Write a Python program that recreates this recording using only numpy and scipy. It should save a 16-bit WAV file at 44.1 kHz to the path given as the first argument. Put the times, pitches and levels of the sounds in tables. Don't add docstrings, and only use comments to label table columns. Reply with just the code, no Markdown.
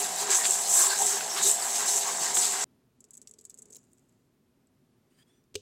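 import sys
import numpy as np
from scipy import signal
from scipy.fft import rfft, irfft, next_fast_len
from scipy.io import wavfile
from scipy.ndimage import uniform_filter1d, map_coordinates

SR = 44100
rng = np.random.default_rng(int(sys.argv[2]) if len(sys.argv) > 2 else 0)


def transcribe(u):
    v = np.clip(np.atleast_2d(u).T, -1, 1)
    q = np.round(v * 32767).astype(np.int16)
    wavfile.write(sys.argv[1], SR, q)


def gain_from_decibels(decibels):
    exponent = np.asarray(decibels, float) / 20
    return 10 ** exponent


N = 247401
TIME = np.arange(N) / SR
# (frequency [Hz], width [Hz], level [dB])
BOWL = [(404.4, 45, 11.5)]


def paddle():
    # (time [s], level [dB], length [s],
    # coarse grains [dB], fine grains [dB])
    sweeps = [(0.0, -34, 0.078, -4.5, 3), (0.209, -36, 0.032, 2.5, 3.5), (.312, -29.5, .011, 5, -2),
              (0.345, -25, 0.032, 6, -4), (.46, -31.5, .012, 0.5, -2), (0.39, -30, 0.036, -7, -3),
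              (0.516, -28.5, 0.066, -3.5, -4.5), (0.594, -37.5, 0.087, -1, -2.5),
              (0.724, -27.5, 0.047, 0.5, -1.5), (0.797, -20.5, 0.047, -2, -0.5),
              (0.885, -32, 0.067, -2.5, 0), (1.001, -31.5, 0.034, 1.5, -3), (1.076, -30, 0.047, -3, -3.5),
              (1.141, -37, 0.058, 7.5, 1), (1.374, -43.5, 0.06, 5.5, 4), (1.435, -31.5, .01, 2.5, 3.5),
              (1.465, -29, 0.03, 3.5, 2), (1.51, -25, 0.042, -8.5, -1.5), (1.657, -36.5, 0.056, -5.5, 0.5),
              (1.78, -35, 0.061, 7, 2), (1.888, -30.5, 0.027, 5, 0.5), (1.96, -29, 0.049, 3.5, -2.5),
              (2.076, -41, 0.076, 7, 0.5), (2.249, -35.5, 0.061, 4, -3.5), (2.352, -31, .009, 0.5, 2),
              (2.38, -28.5, 0.022, -2.5, -0.5), (2.427, -26, 0.056, -1, -4.5),
              (2.527, -38, 0.045, -0.5, -4), (2.63, -41, 0.034, 7.5, -4.5)]
    # (time [s], length [s], rub level [dB], boom level [dB])
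    rubs = [(.01, 0.045, -48, -45.5), (0.228, 0.011, -37, -39.5), (0.303, 0.047, -36.5, -40.5),
            (0.492, 0.026, -44, -45), (0.823, 0.047, -36.5, -47), (0.909, 0.031, -37.5, -49),
            (1.04, 0.049, -71.5, -47), (1.155, 0.038, -40, -43.5), (1.243, 0.018, -54, -51.5),
            (1.39, 0.023, -35, -45.5), (1.475, 0.032, -46, -38.5), (1.832, 0.074, -35.5, -50.5),
            (1.957, 0.013, -73, -42.5), (2.075, 0.035, -35, -50.5), (2.28, 0.048, -39.5, -59),
            (2.38, 0.013, -51.5, -40.5), (2.556, 0.14, -42, -58.5)]
    # (time [s], ring [Hz], level [dB], length [s])
    lump_hits = [(0.346, 1090, -42, 0.044), (.33, 1650, -37.5, .035), (2.555, 1520, -41.5, .02),
                 (0.41, 1900, -39.5, .03), (0.837, 1070, -34, 0.074), (0.93, 1600, -35, .035),
                 (.805, 1620, -36, .02), (2.25, 1100, -41, .05), (1.023, 780, -33, 0.028),
                 (1.376, 1290, -36, .016), (1.634, 1580, -40.5, 0.047), (1.83, 1550, -45.5, 0.051),
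                 (3.3, 1400, -46.5, 0.036), (4, 1600, -45.5, 0.059), (2.9, 4550, -39, .025),
                 (2.14, 4550, -42, .03), (2.24, 4550, -42.5, .04), (1.89, 6000, -37.5, .02),
                 (2.1, 1100, -41, 0.03), (1.451, 3830, -35.5, 0.053), (0.9, 4460, -36.5, 0.034),
                 (1.323, 5500, -35.5, 0.034)]
    # (time [s], level [dB], length [s])
    stroke_times = [
        (0.2, -40.5, 0.036),
        (0.329, -32, 0.037),
        (0.452, -31, 0.019),
        (1.212, -38, 0.011),
        (1.381, -34.5, 0.025),
        (2.371, -34.5, 0.0067),
        (2.439, -38, 0.032),
    ]
    # (time [s], level [dB], length [s])
    skid_times = [(0.022, -47, 0.029), (0.211, -36.5, 0.039), (.66, -39.5, .025), (.81, -38, .03),
                  (0.946, -38.5, 0.045), (1.105, -41, 0.0071), (1.456, -42.5, 0.055), (1.897, -37, .025),
                  (2.012, -39.5, .025), (2.278, -44, .05), (2.442, -31, .035), (2.551, -43, 0.034)]
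    # (time [s], peak [dB], ring [Hz])
    crystal_snaps = [(0.208, -16.5, 7600), (0.3033, -13, 7550), (0.455, -11.5, 7530), (0.5073, -4, 7630),
                     (0.1605, -21.5, 7700), (0.2693, -17, 6900), (0.6549, -19.5, 7920), (0.7143, -13, 7480),
                     (0.9877, -14.5, 7650), (1.0665, -8.5, 8100), (1.1295, -17, 8000), (1.305, -19.5, 6470),
                     (1.4256, -17.5, 7500), (1.4347, -8.5, 6730), (1.7664, -18.5, 7440),
                     (1.8657, -14.5, 7650), (1.941, -12, 7800), (1.9954, -18.5, 8100), (2.172, -15.5, 7400),
                     (2.2119, -16, 7700), (2.3448, -16, 6800), (2.6219, -18.5, 7580)]
    # (time [s], peak [dB], ring [Hz])
    wall_ticks = [(.301, -27.5, 4360), (.452, -21, 4530), (.794, -20, 1560), (1.02, -15.5, 840),
                  (1.035, -25.5, 3230), (1.207, -23, 1510), (1.364, -24, 1270), (1.384, -24, 1290),
                  (1.47, -26, 398), (1.623, -21, 4630), (1.883, -24, 3960), (2.002, -26, 4580),
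                  (.386, -19.5, 1070), (1.107, -26.5, 1410), (1.81, -25.5, 1280), (2.066, -21.5, 1080),
                  (1.208, -25.5, 2600), (2.37, -24, 4200), (2.369, -26, 1500), (2.369, -23.5, 3330)]
    # (frequency [Hz], level [dB per Hz])
    scrape_colour = [(530, -39.5), (900, 0), (982, 2.5), (1170, -2.5), (1320, -2), (1430, -8), (1590, 1.5),
                     (1710, -2.5), (2140, -5.5), (2700, -11.5), (3510, -39.5), (5940, -120)]
    rasp_colour = [(1410, -34.5), (2400, -9), (2900, -3.5), (3150, -4.5), (3890, -1.5), (4830, -3),
                   (5400, 0.5), (7020, -35.5), (11900, -120)]
    sugar_colour = [(3600, -59.5), (5800, -23.5), (6600, -11), (7250, -2), (7650, 1), (8050, -2),
                    (8600, -9), (9800, -18), (12000, -40)]
    coarse_colour = [(2800, -44.5), (4800, -20), (5500, -8), (6250, 0.5), (6800, -1.5), (7500, -20),
                     (9000, -60)]
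    fine_colour = [(6500, -59), (8500, -6.5), (9500, 0), (10500, -3.5), (14000, -9), (15600, -15.5)]
    skid_colour = [(2500, -51), (3600, -9), (4000, 0.5), (4600, 0.5), (5300, -1.5), (6000, -11),
                   (8000, -49)]
    stroke_colour = [(500, -34.0), (1100, 1.5), (5000, 1.5), (7000, -21.5)]

    grind_db = -36
    s, db, span, coarse_db, fine_db = np.transpose(sweeps)
    swing, coarse, fine = [1 + bumps(s, db + more_db - grind_db, span) for more_db in (0, coarse_db, fine_db)]
    s, span, rub_db, boom_db = np.transpose(rubs)
    rub = bumps(s, rub_db - 7.0, span)
    clumps = wobble(45)

    (air_hz, air_width, _), = BOWL
    air = np.sin(2 * np.pi * np.cumsum(air_hz + 0.38 * air_width * wobble(35)) / SR)
    air = unit(gain_from_decibels(1.8 * wobble(30)) * air + 0.55 * unit(resonant(rng.standard_normal(N), BOWL)))
    boom = (gain_from_decibels(-51.5) + bumps(s, boom_db, span)) * air

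    scrape = (gain_from_decibels(-43.5) * swing ** 0.048 + rub) * gain_from_decibels(0.9 * wobble(30))
    scrape = scrape * unit(coloured(grit(900, spread_db=0.5, smooth=0.9, patchy_db=2.0), scrape_colour))
    rasp = (gain_from_decibels(-42) * swing ** 0.28 + 0.64 * rub) * gain_from_decibels(1.1 * clumps)
    rasp = rasp * unit(coloured(grit(2500, spread_db=-4.5, smooth=1.0, patchy_db=1.5), rasp_colour))

    sugar = 0
    for level, colour in [(swing, sugar_colour), (gain_from_decibels(-6.5) * coarse, coarse_colour), (gain_from_decibels(-9.5) * fine, fine_colour)]:
        crystals = grit(4000, spread_db=0.8, smooth=0.74, patchy_db=1.58)
        sugar = sugar + level * unit(coloured(crystals, colour))
    sugar = gain_from_decibels(grind_db + 0.62 * clumps) * sugar

    lumps = 0
    for s, hz, db, span in lump_hits:
        peak = signal.iirpeak(hz, hz / (45 + 0.035 * hz), SR)
        lumps = lumps + bumps(s, db, span) * unit(signal.lfilter(*peak, rng.standard_normal(N)))

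    stroke_grit = grit(1500, spread_db=0.0, smooth=0.7, patchy_db=0.5)
    strokes = bumps(*np.transpose(stroke_times)) * unit(coloured(stroke_grit, stroke_colour))
    skid_grit = grit(2000, spread_db=-0.5, smooth=0.66, patchy_db=3.0)
    skids = bumps(*np.transpose(skid_times)) * unit(coloured(skid_grit, skid_colour))
    hits = snaps(crystal_snaps, t60=0.014, fuzz=0.06) + snaps(wall_ticks, t60=0.018, fuzz=0.12)
    return skids + strokes + boom + scrape + rasp + sugar + lumps + hits


def motor():
    # (multiple [-], level [dB rms])
    orders = [(2, -79), (4, -62.5), (10, -56), (12, -45), (13, -50.5), (14, -50), (16, -50.5), (31, -59),
              (33, -58), (34, -60)]
    # (frequency [Hz], level [dB rms], wander [Hz], tie to the pinion [Hz per Hz])
    gears = [(172, -62.5, 2, .45), (511, -59.5, 6.5, 0.13)]
    # (time [s], mesh [Hz])
    pinion = [(0, 635), (.2, 655), (.3, 645), (.5, 662), (.8, 680), (.93, 672), (1.08, 628), (1.2, 640),
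              (1.4, 685), (1.48, 655), (1.6, 672), (1.85, 688), (2.1, 678), (2.3, 655), (2.4, 622),
              (2.64, 642)]
    # (time [s], level [dB], length [s])
    jolts = [
        (.1, -59, 0.12),
        (.47, -62, 0.061),
        (1.025, -59, 0.053),
        (1.448, -55, 0.034),
        (1.844, -69, 0.1),
        (2.215, -47, 0.011),
        (2.32, -61, 0.15),
        (2.602, -72, 0.048),
    ]
    # (frequency [Hz], level [dB per Hz])
    housing_colour = [(260, -25.5), (450, -10.5), (471, -12), (621, -9), (718, 2.5), (879, -3), (958, -8.5),
                      (1100, -8.5), (1430, -38.5), (2420, -120)]
    thump_colour = [(26, -51.5), (45, -26), (130, -18.5), (167, 1), (205, -10.5), (232, 1), (312, -5),
                    (340, 1), (440, -26.5), (750, -120)]
    mains_hz, free_hz = 60.02, 685

    hum = 0
    for k, db in orders:
        hum = hum + gain_from_decibels(db + 2 + 2.4 * wobble(6.6)) * np.sin(2 * np.pi * (k * mains_hz * TIME + rng.random()))

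    mesh_hz, = curves(pinion)
    load = (1 - mesh_hz / free_hz) * 12
    tones = 0
    for hz, db, drift, tied in gears:
        pitch = hz + drift * wobble(9) + tied * (mesh_hz - mesh_hz.mean())
        growl_db = 7 * np.minimum(load, 0.6)
        tones = tones + gain_from_decibels(db - 1.5 + growl_db + 3.9 * wobble(8)) * np.sin(2 * np.pi * np.cumsum(pitch) / SR)

    turn = 2 * np.pi * np.cumsum(mesh_hz) / SR
    ripple = 4 * np.pi * mains_hz * TIME
    loss_db = 26 * load ** 6
    mesh = gain_from_decibels(-loss_db) * np.sin(turn) + gain_from_decibels(-1.5) * np.sin(turn + ripple)
    mesh = mesh + gain_from_decibels(-11.5 - loss_db) * np.sin(turn - ripple)
    mesh = gain_from_decibels(-44.5 + 2.0 * wobble(14)) * mesh

    chop = 1 + 0.4 * np.sin(ripple)
    roar = gain_from_decibels(-45.5 + 0.91 * wobble(6.4)) * unit(coloured(chop * rng.standard_normal(N), housing_colour))
    shake = gain_from_decibels(-61) + bumps(*np.transpose(jolts))
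    return hum + tones + mesh + roar + shake * unit(coloured(rng.standard_normal(N), thump_colour))


def spatter():
    # (time [s], peak [dB], low edge [dB])
    drips = [(3.006, -41, -34), (3.041, -42.5, -14.5), (3.0467, -57.5, -16), (3.0494, -53, -23),
             (3.107, -38, -26), (3.114, -54, -26), (3.1336, -45.5, -25), (3.137, -40, -27),
             (3.141, -39.5, -20), (3.149, -50, -17), (3.1521, -40, -27), (3.1575, -56, -21),
             (3.1703, -39.5, -28), (3.176, -34, -34), (3.1798, -50, -27), (3.2159, -37.5, -18),
             (3.2235, -48, -26), (3.228, -50, -22), (3.2726, -37, -9.5), (3.2769, -44, -19),
             (3.2816, -46.5, -20), (3.2894, -59.5, -17), (3.2935, -45, -24), (3.3112, -36.5, -29),
             (3.3377, -44, -12), (3.3855, -50, -9), (3.3889, -42.5, -16), (3.398, -49, -14),
             (3.4104, -41.5, -23), (3.4153, -51.5, -18), (3.4404, -52, -19), (3.4444, -53.5, -19),
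             (3.4515, -31.5, -26), (3.4576, -49.5, -29), (3.465, -54, -24), (3.4691, -57, -22),
             (3.4966, -34.5, -31), (3.5039, -40, -12), (3.5118, -52, -20), (3.5148, -52.5, -21),
             (3.5422, -39.5, -27), (3.5476, -50, -26), (3.5749, -45, -17), (3.58, -49, -20),
             (3.5872, -35, -28), (3.5912, -39, -26), (3.5965, -54, -27), (3.621, -36.5, -30),
             (3.6259, -41, -30), (3.6558, -43, -19), (3.6837, -57, -19), (3.7025, -46, -26),
             (3.7051, -42, -22), (3.7118, -56, -22)]
    # (time [s], peak [dB], ring
    # [Hz], low edge [dB])
    dregs = [(3.0041, -48, 7430, -34), (3.0867, -62, 7350, -25), (3.6195, -43.5, 7900, -28),
             (3.8318, -61, 6000, -21), (3.849, -62, 7400, -21), (3.9175, -62, 8300, -20.5),
             (3.9751, -64, 6630, -21.5), (3.9932, -59, 8100, -22), (4.0873, -64, 7860, -23.5),
             (3.784, -53, 5600, -12), (3.7236, -42, 7800, -24), (3.729, -37.5, 6330, -21),
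             (3.735, -40, 6900, -20), (3.747, -35, 7830, -23), (3.7556, -38, 7600, -15),
             (3.7594, -43.5, 7440, -8), (3.7685, -40, 6370, -30), (3.79, -55, 7200, -13),
             (3.8391, -60, 8160, -10.5), (3.932, -53.5, 8680, -32), (3.982, -56, 7960, -15.5),
             (4.0931, -59.5, 7800, -14.5), (4.124, -67, 7560, -14), (4.6707, -63, 7970, -12.5),
             (5.439, -69, 9020, -3)]
    # (time [s], flow level [dB])
    pour = [
        (2.95, -90),
        (3.08, -87),
        (3.5, -79.5),
        (3.77, -70),
        (3.84, -78),
        (4.12, -83),
        (4.4, -80),
    ]
    # (time [s], peak [dB])
    plops = [(3.042, -58.5), (3.176, -68), (3.219, -58), (3.312, -62), (3.341, -58), (3.412, -60),
             (3.505, -64), (3.546, -60), (3.621, -60), (3.387, -55.5), (3.587, -54), (3.657, -56),
             (3.705, -54), (3.758, -71.5)]
    # (time [s], peak [dB], ring [Hz])
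    pings = [(3.042, -58, 5230), (3.2161, -59, 4700), (3.2727, -42.5, 4700), (3.2731, -54.5, 3350),
             (3.3378, -59, 3400), (3.3882, -46.5, 4900), (3.2812, -54, 5600), (3.2935, -57, 6000),
             (3.4522, -53.5, 4470), (3.5037, -43.5, 5700), (3.4512, -39, 6750), (3.5745, -57.5, 5500),
             (3.7595, -45, 4010), (5.44, -73, 6480), (3.9318, -49, 8700)]
    # (time [s], peak [dB], ring [Hz])
    clicks = [
        (3.766, -28, 7000),
        (3.797, -68, 14000),
        (3.955, -68, 12000),
        (4.022, -70, 11000),
        (4.1245, -66, 13000),
    ]
    # (frequency [Hz], level [dB per Hz])
    wet_colour = [(880, -49), (1500, -32), (2950, -37), (3290, -29), (5530, -22), (6600, -3), (7800, -1),
                  (8690, -12), (9870, -11.5), (11000, -25), (15600, -39)]
    # (frequency [Hz], level [dB])
    low_colour = [(1000, -36), (2200, -10), (4500, -1.5), (6000, 7.5), (8000, -30)]
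    high_colour = [(7000, -15.5), (10000, 8), (13000, 5), (15800, -3.5)]

    body, ring, low, high = np.zeros((4, N + SR))
    t = TIME[:SR // 16]
    luck = rng.random(len(drips))
    drops = [(s, db, 7830 * (1 + 0.05 * (d - 0.5)), low_db) for (s, db, low_db), d in zip(drips, luck)]
    decay = gain_from_decibels(-60 * t / 0.007) + gain_from_decibels(-9.5 - 60 * t / 0.027) + gain_from_decibels(-19.0 - 60 * t / 0.08806)
    fade = decay * (1 - np.exp(-t / 0.00046))
    for s, db, hz, low_db in drops + dregs:
        at = slice(round(s * SR), round(s * SR) + len(t))
        spray = gain_from_decibels(db) * fade * rng.standard_normal((3, len(t)))
        body[at] += spray[0]
        ring[at] += gain_from_decibels(db - 1.5 - 60 * t / 0.012) * (1 - np.exp(-t / 0.0002)) * np.sin(2 * np.pi * hz * t)
        low[at] += gain_from_decibels(low_db + 7.0) * spray[1]
        high[at] += gain_from_decibels(-0.3 * db - 30.5 - 60 * t / 0.06) * spray[2]
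    splash = gain_from_decibels(6) * coloured(body, wet_colour) + ring + coloured(low, low_colour) + coloured(high, high_colour)

    flow_db, = curves(pour)
    wet = (TIME > pour[0][0]) * np.clip((pour[-1][0] - TIME) / 0.4, 0, 1)
    fizz = gain_from_decibels(flow_db) * unit(coloured(grit(900, spread_db=2.5, smooth=0.9, patchy_db=2.5), wet_colour))
    pouring = np.clip((3.77 - TIME) / 0.038 + 1, 0, 1)
    boom = pouring * gain_from_decibels(flow_db + 4 + 2.6 * wobble(4.55)) * unit(resonant(rng.standard_normal(N), BOWL))

    plopping = 0
    for s, db in plops:
        u = np.maximum(TIME - s, 0)
        swell = gain_from_decibels(-60 * u / 0.073) * (1 - np.exp(-u / 0.0013))
        plopping = plopping + gain_from_decibels(db) * swell * np.sin(2 * np.pi * 425 * u)
    ticking = snaps(clicks, t60=0.005, fuzz=0.5) + snaps(pings, t60=0.013, fuzz=0.2)
    return splash[:N] + ticking + plopping + wet * (fizz + boom)


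def knock():
    # (time [s], peak [dB], bowl level [dB], t60 [s])
    knocks = [
        (5.543, -40.5, -48, .015),
        (5.546, -40.5, -55, 0.0152),
        (5.554, -22, -28, .012),
        (5.5565, -19.5, -56.5, .015),
    ]
    # (frequency [Hz], level [dB], t60 [s])
    rim = [(2380, -23, 0.024), (2840, -16.5, 0.023), (6240, -10, 0.0073), (8100, -17.5, 0.012)]
    belly = [(94, -16, 0.145), (416, 1, 0.076), (499, -11.5, 0.1)]
    # (frequency [Hz], level [dB per Hz])
    crack_colour = [(300, -25), (800, -28), (1900, -23), (2400, -7), (2900, 1.5), (4300, -1.5), (6500, 0.5),
                    (8300, -4), (10300, -18.5), (15600, -20.5)]
    crack, ring = np.zeros((2, N + SR))
    t = TIME[:SR // 8]

    def ringing(modes):
        return sum(gain_from_decibels(level - 60 * t / life) * np.sin(2 * np.pi * hz * t) for hz, level, life in modes)

    for s, db, bowl_db, t60 in knocks:
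        at = slice(round(s * SR), round(s * SR) + len(t))
        fade = gain_from_decibels(-60 * t / t60) + gain_from_decibels(-27.0 - 60 * t / 0.2)
        crack[at] += gain_from_decibels(db - 1.5) * fade * rng.standard_normal(len(t))
        ring[at] += gain_from_decibels(db) * ringing(rim) + gain_from_decibels(bowl_db) * (1 - np.exp(-t / 0.0019)) * ringing(belly)
    return coloured(crack[:N], crack_colour) + ring[:N]


def squeak():
    # (time [s], low whistle [Hz], high whistle [Hz], pressure [dB])
    slide = [
        (5.109, 2920, 4700, -78),
        (5.165, 3050, 4810, -78.5),
        (5.19, 3100, 4850, -68.5),
        (5.23, 3310, 4900, -71),
        (5.247, 3370, 5020, -100),
        (5.28, 3320, 5150, -75.5),
        (5.32, 3470, 5720, -79),
        (5.36, 3465, 5950, -79.5),
        (5.412, 3470, 5810, -86),
    ]
    # (frequency [Hz], level [dB])
    hiss_colour = [(600, -30.5), (1100, -7.5), (1700, -3), (2600, -5), (6000, -12), (7000, -5.5),
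                   (9200, -3.5), (10000, -15), (15000, -16.5)]
    # (frequency [Hz], width [Hz])
    low_note = (3360, 140)

    def whistle(hz, db):
        return gain_from_decibels(db - 3 + 4.5 * wobble(70)) * np.sin(2 * np.pi * np.cumsum(hz + 65 * wobble(300)) / SR)

    low_hz, high_hz, press_db = curves(slide)
    touch = np.clip(np.minimum(TIME - slide[0][0] + 0.0122, slide[-1][0] + 0.013 - TIME) / 0.012, 0, 1)
    hiss = gain_from_decibels(press_db) * unit(coloured(rng.standard_normal(N), hiss_colour))
    hiss = hiss + whistle(1750, press_db - 5.5) + whistle(9200, press_db - 9)
    low_db = press_db + 2.5 - ((low_hz - low_note[0]) / low_note[1]) ** 2
    high_db = press_db - 3.0 + 0.0035 * (high_hz - 4800)
    return touch * (whistle(low_hz, low_db) + whistle(high_hz, high_db) + hiss)


def kitchen():
    # (frequency [Hz], level [dB per Hz])
    room_colour = [(12, -48.5), (30, -20), (90, -14), (122, -6.5), (176, -11.5), (260, -5), (307, -17),
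                   (363, -9.5), (507, -22.5), (652, -21.5), (709, -26.5), (771, -25.5), (2160, -33.5),
                   (7800, -38.5), (12500, -40), (14500, -38), (15600, -41)]
    return gain_from_decibels(-68 + 0.63 * wobble(5.06)) * unit(coloured(rng.standard_normal(N), room_colour))


def snaps(events, t60, fuzz):
    out, t = np.zeros(N + SR), TIME[:SR // 25]
    for s, db, hz in events:
        ring = np.sin(2 * np.pi * hz * t) + fuzz * np.diff(rng.standard_normal(len(t) + 1))
        out[round(s * SR):][:len(t)] += gain_from_decibels(db - 1 - 60 * t / t60) * (1 - np.exp(-t / 0.0006)) * ring
    return out[:N]


def grit(rate, spread_db, smooth, patchy_db):
    cracks, count = np.zeros(N), int(rate * N / SR)
    size_db = spread_db * np.minimum(rng.exponential(size=count), 2.5)
    cracks[rng.integers(N, size=count)] = gain_from_decibels(size_db) * rng.standard_normal(count)
    z = signal.stft(unit(cracks) + smooth * rng.standard_normal(N), nperseg=512)[2]
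    field = uniform_filter1d(rng.standard_normal(z.shape), size=3, axis=0)
    field = uniform_filter1d(field, size=5, axis=1)
    return signal.istft(z * gain_from_decibels(patchy_db * unit(field)), nperseg=512)[1][:N]


def bumps(s, db, span):
    coarse = TIME[::16, None]
    swells = gain_from_decibels(db) * np.exp(-((coarse - s) / span) ** 2)
    return np.interp(TIME, coarse[:, 0], swells.sum(axis=1))


def wobble(rate):
    coarse = TIME[::16]
    knots = rng.standard_normal(int(N * rate / SR) + 4)
    return np.interp(TIME, coarse, map_coordinates(knots, [coarse * rate]))


def curves(rows):
    s, *cols = np.transpose(rows)
    return [np.interp(TIME, s, c) for c in cols]


def unit(x):
    return x / np.sqrt(np.mean(x ** 2) + 1e-20)


def coloured(x, spectrum):
    m = 2 * next_fast_len(len(x) // 2 + 4096)
    f, level = np.transpose(spectrum)
    gain = gain_from_decibels(np.interp(np.log(np.fft.rfftfreq(m, 1 / SR) + 1), np.log(f + 1), level))
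    cep = irfft(np.log(gain + 1e-5), m)
    cep[1:m // 2] *= 2
    cep[m // 2 + 1:] = 0
    return irfft(rfft(x, m) * np.exp(rfft(cep)), m)[:len(x)]


def resonant(x, modes):
    m = next_fast_len(N + SR // 2)
    f = np.fft.rfftfreq(m, 1 / SR)
    response = sum(gain_from_decibels(db) * 1j * f * w / (c * c - f * f + 1j * f * w) for c, w, db in modes)
    return irfft(rfft(x, m) * response, m)[:N]


def scene():
    running = np.clip((2.6425 - TIME) / 0.00067, 0, 1)
    mixer = coloured(paddle() + motor(), [(40, -34.5), (85, -2.0), (20000, -0.5)])
    return (running * mixer + spatter() + knock() + squeak() + kitchen())[None]


def flicker(x):
    tops = [signal.sosfiltfilt(signal.butter(8, hz, "high", fs=SR, output="sos"), x) for hz in (13000, 14700)]
    faint = uniform_filter1d(np.abs(tops[0]), size=500) < gain_from_decibels(-84)
    busy = 1.6 * (abs(TIME - 3.35) < 0.4)
    frames = (np.arange(N) + 416) // 1024 * 1024 % N
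    shut = []
    for lean in (-1.1, 0.8):
        closed = faint * (wobble(16)[frames] + lean + busy > 0)
        shut.append(uniform_filter1d(closed * 1.0, size=150))
    return x - shut[0] * tops[0] - (1 - shut[0]) * shut[1] * tops[1]


def low_pass(x):
    return signal.sosfilt(signal.butter(12, 15800, fs=SR, output="sos"), x)


def record(dry):
    m = 2 * next_fast_len(N // 2 + 2048)
    below_top = np.fft.rfftfreq(m, 1 / SR) < 15800
    kept = irfft(rfft(flicker(dry[0])[None], m) * below_top, m)[:, :N]
    return low_pass(kept)


dry = scene()
out = record(dry)
transcribe(out)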